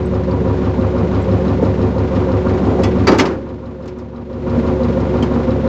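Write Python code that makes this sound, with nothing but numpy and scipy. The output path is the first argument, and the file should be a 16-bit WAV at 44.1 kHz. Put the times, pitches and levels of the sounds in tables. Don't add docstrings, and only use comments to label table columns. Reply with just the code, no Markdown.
import sys
import numpy as np
from scipy import signal
from scipy.fft import rfft, irfft
from scipy.io import wavfile
from scipy.ndimage import uniform_filter1d, minimum_filter1d

SR = 44100
rng = np.random.default_rng(int(sys.argv[2]) if len(sys.argv) > 2 else 0)


def unload_wav(signal):
    wavfile.write(
        sys.argv[1],
        SR,
        np.round(np.clip(np.atleast_2d(signal).T, -1, 1) * 32767).astype(np.int16),
    )


N = 250488
T = np.arange(N) / SR
LOAD_SPAN_S = (3.1, 3.4)
FIRING_HZ = (23.929, 23.80)
START_DB, STEADY_DB = -1, 1.9

# (rumble [dB], bark [dB], clatter [dB])
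CYLINDERS = [(0.5, 6.5, 1), (-1.5, -2.5, -1), (-12.5, -7, 0), (-1.5, 5.5, -2)]
# (centre [Hz], width [Hz], free level [dB], loaded level [dB])
STACK_RESONANCES = [(71.8, 11, -24, -24.2), (119.3, 6, -42, -35), (152, 27, -26.8, -26)]
# (centre [Hz], width [Hz], lag after the strongest firing [cycles], free level [dB], loaded level [dB])
BODY_THROBS = [(97.87, 10.3, 0.023, -22, -28.5), (188, 13, 0.062, -30.5, -48),
               (270.8, 15, 0.94, -32.5, -33.5)]
# (pitch [Hz], first swell [cycles], free level [dB], loaded level [dB], each cylinder [dB])
PIPE_HUMS = [(185, 0.93, -29.5, -36, (-1.2, 0.094, 0.5, -0.5)), (239, 0.0085, -29, -23, (2.5, -1, -7.5, 1)),
             (525, 0.017, -33, -28.5, (-2.5, -1.5, -5, 4.5))]
# (frequency [Hz], level [dB])
RUMBLE_COLOUR = [(25, -42), (60, -18.5), (85, -17.5), (104, 1.5), (150, -17.5), (195, -2), (250, -5.5),
                 (310, -6.5), (370, -8.5), (400, -11), (440, -4.5), (480, -8), (535, -3), (600, -14.5),
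                 (900, -34.5), (2000, -54)]
# (frequency [Hz], level [dB])
BARK_COLOUR = [(200, 1.5), (500, 1), (720, 2), (850, 1.5), (958, 4.5), (1060, 2), (1250, -4.5), (1400, -4),
               (1700, -18), (3000, -27.5), (8000, -44.5)]
# (frequency [Hz], level [dB])
CLATTER_COLOUR = [(500, -9), (1300, 9.5), (2100, 6), (3000, -0.5), (4100, -4), (5300, -10.5), (6000, -12.5),
                  (7200, -19), (9500, -27), (11500, -13.5), (15500, -23)]
# (frequency [Hz], level [dB])
TAPPET_COLOUR = [(1500, -41.5), (3000, 3.5), (3500, -6), (3910, 6.5), (4500, -4.5), (5260, -0.5),
                 (5800, -14.5), (7200, -12.5), (9000, -27.5)]
# (time [s], snap [dB], crack [dB], boom [dB], position [0 catch to 1 end stop])
LEVER_KNOCKS = [(2.835, -22.5, -19, -29, 0.77), (3.069, -31, -9, -16, 0.015),
                (3.0734, -26.5, -11, -5.5, 0.16), (3.114, -31, -17.5, -7, 0.44),
                (3.145, -31, -23.5, -21, 0.25), (3.178, -27, -25, -28, 0.92), (3.1856, -12, -8.5, -9, 0.66),
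                (3.193, -21.5, -4.5, -5, 0.76), (3.253, -30, -13, -8.5, 0.45),
                (3.303, -48, -31.5, -11, 0.34), (3.858, -31, -36, -48, 0.65), (3.878, -27, -25, -31, 0.73),
                (3.986, -32, -31, -23, .5), (5.225, -31.5, -27, -17, 0.72)]
# (pitch [Hz], level at the catch [dB], level at the end stop [dB], t60 [s])
LEVER_MODES = [(346.6, -5.5, -7, 0.53), (382, -2, -4, 0.36), (904, 5.5, -8.5, 0.24), (1200, -2, -1.5, 0.14),
               (1230, 11, -6.5, 0.039), (1294, -3, -11.5, 0.23), (1360, -12.5, -8, 0.16),
               (2020, -13.5, -13.5, 0.14), (2050, -3, 0.5, 0.04), (2283, -7, -8.5, 0.15),
               (2637, -16, 0.5, 0.09), (2840, -16, 0, 0.085), (3360, -22, -1, 0.07),
               (4296, -17.5, -14.5, 0.12), (4700, -1.5, -23, 0.089), (4890, -14, -5.5, .065),
               (5134, -12.5, -14.5, 0.11), (5420, -18, -9, .08), (5850, -14, -20, 0.1),
               (6270, -21.5, -11.5, 0.11)]
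# (pitch [Hz], level [dB], t60 [s])
CATCH_MODES = [(1972, -28.5, 0.33), (2520, -34, .2), (3410, -29, 0.17), (8300, -37, .19)]
# (frequency [Hz], level at the catch [dB], level at the end stop [dB])
CRACK_COLOUR = [(300, -10.5, -10), (800, -0.5, -4), (1200, 4, 0.5), (1700, 0.5, 0.5), (2200, 0.5, 2.5),
                (2900, -8, 1), (3500, -12.5, -2.5), (3900, -6.5, -7), (4700, -7, -5.5), (5530, -13, -7),
                (6500, -18, -11.5), (9200, -18.5, -14.5), (12500, -16.5, -14), (15500, -27.5, -23.5)]
# (frequency [Hz], level [dB])
BOOM_COLOUR = [(40, -34), (100, -22), (170, -6.5), (250, -3.5), (380, -3), (500, -4.5), (650, -11),
               (950, -12), (1400, -15.5), (2500, -30), (8000, -50)]
# (frequency [Hz], level [dB])
GROAN_COLOUR = [(150, -24), (280, 3.5), (360, 10), (470, -4), (620, -4.5), (780, -4), (1000, -22.5),
                (2000, -30.5), (6000, -45)]
# (time [s], level [dB])
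BODY_THUDS = [(1.623, -9.5), (2.544, -18.5), (2.679, -16), (2.787, -11), (4.574, -18)]
# (frequency [Hz], level [dB])
THUD_COLOUR = [(100, -20), (250, -1.5), (430, -1), (600, -6.5), (780, -10), (1100, -17.5), (1600, -24.5),
               (4000, -45)]
# (time [s], pitch [Hz], level [dB])
PANEL_THUMPS = [(0.407, 186, -5.5), (0.785, 250, -8.5), (1.029, 183, -3), (1.47, 256, -5), (1.626, 428, 0),
                (1.634, 750, -14), (1.627, 252, -3.5), (2.174, 172, -12), (2.174, 256, -13),
                (2.686, 368, 0), (2.792, 353, -5), (3.04, 185, -9.5), (3.081, 384, 3), (3.13, 254, -5),
                (3.205, 264, 6.5), (3.297, 380, -1), (4.577, 235, 0), (4.687, 92.3, -6.5),
                (5.227, 237, -1.5)]
# (time [s], pitch [Hz], level [dB])
PART_CLINKS = [(.057, 8060, -29), (0.312, 4580, -37), (1.222, 7620, -39), (5.225, 3140, -19.5)]
# (pitch [Hz], centre [cycles], half length [cycles], free level [dB], loaded level [dB])
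PANEL_BUZZES = [(252.2, 0.06, 0.042, -29.5, -34), (251.7, .77, .06, -31.5, -33),
                (444, .55, 0.06, -39.5, -44), (535, 0.793, 0.08, -35, -36), (761, 0.13, 0.45, -41.5, -43.5),
                (888, 0.67, 0.063, -49, -55), (963, .92, 0.13, -54.5, -48.5),
                (1175, 0.035, 0.075, -48, -48)]
# (time [s], length [s], level [dB])
PULLEY_SQUEAKS = [(0.272, .115, -28), (0.448, .1, -30.5)]


def drone(cycles, strongest_at=0.0564, order_limit=92):
    out = np.zeros(N)
    cycle_hz = FIRING_HZ[0] / len(CYLINDERS)
    turns = cycles - strongest_at
    for order in np.arange(len(CYLINDERS), order_limit, len(CYLINDERS)):
        gains = sum(amp(db) / (1 + (2 * (order * cycle_hz - hz) / width) ** 2)
                    for hz, width, *db in STACK_RESONANCES)
        out += under_load(*gains) * harmonic(turns, order)
    for hz, width, lag, free_db, loaded_db in BODY_THROBS:
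        orders = round(hz / cycle_hz) + np.arange(-2, 3)
        gains = np.exp(-2 * ((orders * cycle_hz - hz) / width) ** 2)
        throb = sum(gain * harmonic(turns - lag, order) for order, gain in zip(orders, gains))
        out += amp(under_load(free_db, loaded_db) + effort_db()) * unit(throb)
    return out


def combustion(cycles, grit_db=2.0):
    rumble_db, bark_db, clatter_db = np.transpose(CYLINDERS)
    rumble = cycling_noise(cycles, repeat=0.16)
    rumble *= strokes(cycles, rumble_db, lead=0.26, rise=1.0, fall=0.24, floor=0.47, uneven_db=6.5)
    bark = cycling_noise(cycles, repeat=0.69)
    bark *= strokes(cycles, bark_db, lead=0.24, rise=0.57, fall=0.48, floor=0.26, uneven_db=2.0)
    bark *= amp(grit_db * wander(80))
    clatter = cycling_noise(cycles, repeat=0.41)
    clatter *= strokes(cycles, clatter_db, lead=0.31, rise=0.021, fall=0.49, floor=0.97, uneven_db=3.0)
    return amp(effort_db()) * (amp(under_load(-22, -22.5)) * colour(rumble, RUMBLE_COLOUR)
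                               + amp(-30.5) * colour(bark, BARK_COLOUR)
                               + amp(under_load(-40.5, -41.0)) * colour(clatter, CLATTER_COLOUR))


def pipe_hums(cycles, pump=0.47):
    out, count = np.zeros(N), len(CYLINDERS)
    for hz, first_swell, free_db, loaded_db, cylinder_db in PIPE_HUMS:
        firings = count * (cycles - first_swell)
        strength = amp(np.interp(firings, np.arange(count), cylinder_db, period=count))
        swell = unit(strength * (1 + pump * np.cos(2 * np.pi * firings)))
        order = round(hz * count / FIRING_HZ[0])
        out += amp(under_load(free_db, loaded_db)) * swell * harmonic(cycles, order)
    return amp(effort_db() - STEADY_DB) * out


def lever_knocks(ring_db=-4.0, snap_t60=0.049, crack_t60=0.1, crack_rise_s=0.0049):
    out, t = np.zeros(N), np.arange(SR) / SR
    add(out, LEVER_KNOCKS[0][0], sum(mode(hz, db, t60) for hz, db, t60 in CATCH_MODES))
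    for s, snap_db, crack_db, boom_db, position in LEVER_KNOCKS:
        spectrum = [(hz, np.interp(position, (0, 1), db)) for hz, *db in CRACK_COLOUR]
        crack = colour(rng.standard_normal(SR), spectrum) * decay(t, crack_t60)
        ring = sum(mode(hz, np.interp(position, (0, 1), db), t60) for hz, *db, t60 in LEVER_MODES)
        add(out, s, panel_boom(boom_db))
        add(out, s, amp(snap_db) * rng.standard_normal(SR) * decay(t, snap_t60))
        add(out, s, amp(crack_db) * (crack + amp(ring_db) * ring) * onset(t, crack_rise_s))
    return out


def panel_boom(db, rise_s=0.01, doubling_db=9, split_hz=430, treble_t60_share=0.59):
    t = np.arange(SR) / SR
    panels = colour(rng.standard_normal(SR), BOOM_COLOUR)
    bass = signal.sosfiltfilt(signal.butter(2, split_hz, fs=SR, output="sos"), panels)
    fade = decay(t, t60=2 ** (db / doubling_db))
    boom = bass * fade + (panels - bass) * fade ** (1 / treble_t60_share)
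    return amp(db) * boom * onset(t, rise_s)


def linkage_groan(start_s=2.45, rise_s=0.12, hold_s=0.26, fade_db_per_s=113.5, db=-20):
    swell = np.clip((T - start_s) / rise_s, 0, 1) ** 2
    fade_db = fade_db_per_s * np.maximum(T - start_s - rise_s - hold_s, 0)
    return swell * amp(db - fade_db) * colour(rng.standard_normal(N), GROAN_COLOUR)


def loose_parts(thump_periods=16.2):
    out, t = np.zeros(N), np.arange(SR) / SR
    jolt = onset(t, rise=0.0099) * decay(t, t60=0.13)
    for s, db in BODY_THUDS:
        add(out, s, amp(db) * jolt * colour(rng.standard_normal(SR), THUD_COLOUR))
    for s, hz, db in PANEL_THUMPS:
        add(out, s, mode(hz, db, t60=thump_periods / hz))
    for s, hz, db in PART_CLINKS:
        add(out, s, mode(hz, db, t60=0.045) * onset(t, rise=0.0011))
    return out


def fan(cycles, blade_hz=(367.7, 364.7), slip_hz=1.44, base_db=-27, waver_db=-0.36, surge_at=0.51):
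    flutter = 0.38 * (wander(11) + 1j * wander(11))
    shake = 0.13 * np.cos(2 * np.pi * len(CYLINDERS) * cycles)
    surge = 0.15 * np.cos(2 * np.pi * (cycles - surge_at))
    level = amp(base_db + effort_db() + waver_db * wander(4.8))
    hz = under_load(*blade_hz) + slip_hz * wander(1.4)
    tone = ((1 + flutter) * np.exp(2j * np.pi * np.cumsum(hz) / SR)).real
    return np.sqrt(2) * level * (1 + shake + surge) * tone


def panel_buzzes(cycles, uneven_db=1.0, detune=0.00897, rough_rad=0.21, follow_effort=1.3):
    out = np.zeros(N)
    for hz, centre, half_length, free_db, loaded_db in PANEL_BUZZES:
        turn = np.round(cycles - centre)
        offset = cycles - centre - turn
        strength, pitch = rng.standard_normal(size=(64, 2))[turn.astype(int)].T
        window = np.exp(-0.5 * (offset / half_length) ** 2) * np.cos(np.pi * offset)
        swell = amp(uneven_db * np.tanh(strength)) * window
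        phase = 2 * np.pi * np.cumsum(hz * (1 + detune * pitch)) / SR
        tone = np.cos(phase + rough_rad * wander(42))
        out += amp(under_load(free_db, loaded_db)) * unit(swell * tone)
    return amp(STEADY_DB + follow_effort * (effort_db() - STEADY_DB)) * out


def pulley_squeaks(hz=968, slip_rad=0.4):
    swell = sum(amp(db) * np.sqrt(np.sin(np.pi * np.clip((T - s) / length, 0, 1)) + 1e-12)
                for s, length, db in PULLEY_SQUEAKS)
    return swell * np.cos(2 * np.pi * hz * T + slip_rad * wander(25))


def tappet(cycles, lead=0.14, rise=0.037, fall=0.04, uneven_db=1.6, base_db=-57):
    count, age = np.divmod(cycles + lead, 1)
    strength = amp(uneven_db * rng.uniform(-1, 1, size=64))[count.astype(int)]
    tick = strength * cycling_noise(cycles, repeat=0.4) * onset(age, rise) * np.exp(-age / fall)
    return amp(effort_db() + base_db) * colour(tick, TAPPET_COLOUR)


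def strokes(cycles, cylinder_db, lead, rise, fall, floor, uneven_db):
    firings = len(CYLINDERS) * cycles + lead
    count, age = np.floor(firings).astype(int), firings % 1
    chance = rng.standard_normal(size=256)
    swell = 0
    for back in range(2):
        strength = amp(cylinder_db[(count - back) % len(CYLINDERS)] + uneven_db * chance[count - back])
        swell = swell + strength * onset(age + back, rise) * np.exp(-(age + back) / fall)
    return unit(floor + swell)


def cycling_noise(cycles, repeat):
    size = int(N / cycles[-1])
    alike = rng.standard_normal(size)[(cycles % 1 * size).astype(int) % size]
    return np.sqrt(repeat) * alike + np.sqrt(1 - repeat) * rng.standard_normal(N)


def harmonic(turns, order, waver_db=1.5, scatter_order=25, scatter_turns=0.37):
    scatter = min(order / scatter_order, 1) ** 3
    phase = order * turns + scatter * scatter_turns * rng.uniform(-0.84, 1)
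    return np.sqrt(2) * amp(waver_db * scatter * wander(2.9)) * np.cos(2 * np.pi * phase)


def under_load(free, loaded):
    return np.interp(T, LOAD_SPAN_S, (free, loaded))


def effort_db(rise_s=0.71, drift_db=0.5):
    return STEADY_DB + (START_DB - STEADY_DB) * np.exp(-T / rise_s) + drift_db * wander(2.3)


def mode(hz, db, t60):
    t = np.arange(SR) / SR
    return amp(db) * decay(t, t60) * onset(t, 0.5 / hz) * np.sin(2 * np.pi * (hz * t + rng.random()))


def onset(t, rise):
    return 1 - np.exp(-t / rise)


def decay(t, t60):
    return np.exp(-np.log(1000) * t / t60)


def wander(rate_hz):
    size = 2048
    bins = np.fft.rfftfreq(size, T[-1] / size)
    slow = irfft(rfft(rng.standard_normal(size)) / (1 + (bins / rate_hz) ** 4), size)
    return np.interp(T, np.linspace(0, T[-1], size), unit(slow))


def colour(x, points):
    hz, db = np.transpose(points)
    bins = np.fft.rfftfreq(len(x), 1 / SR)
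    gains = amp(np.interp(np.log(bins + 1), np.log(hz), db))
    return unit(irfft(rfft(x) * gains, len(x)))


def amp(db):
    return 10 ** (np.asarray(db) / 20)


def unit(x):
    return x / np.sqrt(np.mean(x ** 2) + 1e-20)


def add(mix, s, sound):
    part = mix[round(s * SR):][:len(sound)]
    part += sound[:len(part)]


def scene(hunt=0.0012, start_turn=0.017):
    firing_hz = under_load(*FIRING_HZ) * (1 + hunt * wander(2))
    cycles = start_turn + np.cumsum(firing_hz) / SR / len(CYLINDERS)
    engine = drone(cycles) + pipe_hums(cycles) + combustion(cycles)
    engine += tappet(cycles) + panel_buzzes(cycles) + fan(cycles)
    return (engine + pulley_squeaks() + linkage_groan() + lever_knocks() + loose_parts())[None]


def gain_control(x, threshold_db=-8.5, knee_db=4, depth_db=14.0,
                 attack_s=0.24, hold_s=1.054, recover_db_per_s=42):
    power_db = 10 * np.log10(abs(uniform_filter1d(x ** 2, size=2200)) + 1e-12)
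    cut_db = depth_db * np.clip((power_db - threshold_db) / knee_db, 0, 1)
    size = int(hold_s * SR) // 2 * 2 + 1
    held_db = -minimum_filter1d(-cut_db, size, origin=size // 2, mode="constant")
    pole = np.exp(-1 / (attack_s * SR))
    sunk_db = np.minimum(held_db, signal.lfilter([1 - pole], [1, -pole], held_db))
    recovery_db = recover_db_per_s * T
    return x * amp(recovery_db - np.maximum.accumulate(sunk_db + recovery_db))


def record(dry, ceiling=0.96, mic_edge_hz=7430, leak_db=-22, cut_hz=15800):
    x = gain_control(dry[0]) * signal.windows.tukey(N, 0.0006)
    x = x / (1 + (x / ceiling) ** 8) ** (1 / 8)
    hz = np.fft.rfftfreq(N, 1 / SR)
    mic = np.sqrt(1 / (1 + (hz / mic_edge_hz) ** 44) + amp(leak_db) ** 2 * (hz > mic_edge_hz))
    x = irfft(rfft(x) * mic, N)
    band_limit = signal.firwin(511, cut_hz, window=("kaiser", 9), fs=SR)
    return signal.oaconvolve(x, band_limit, "same")[None]


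dry = scene()
out = record(dry)
unload_wav(out)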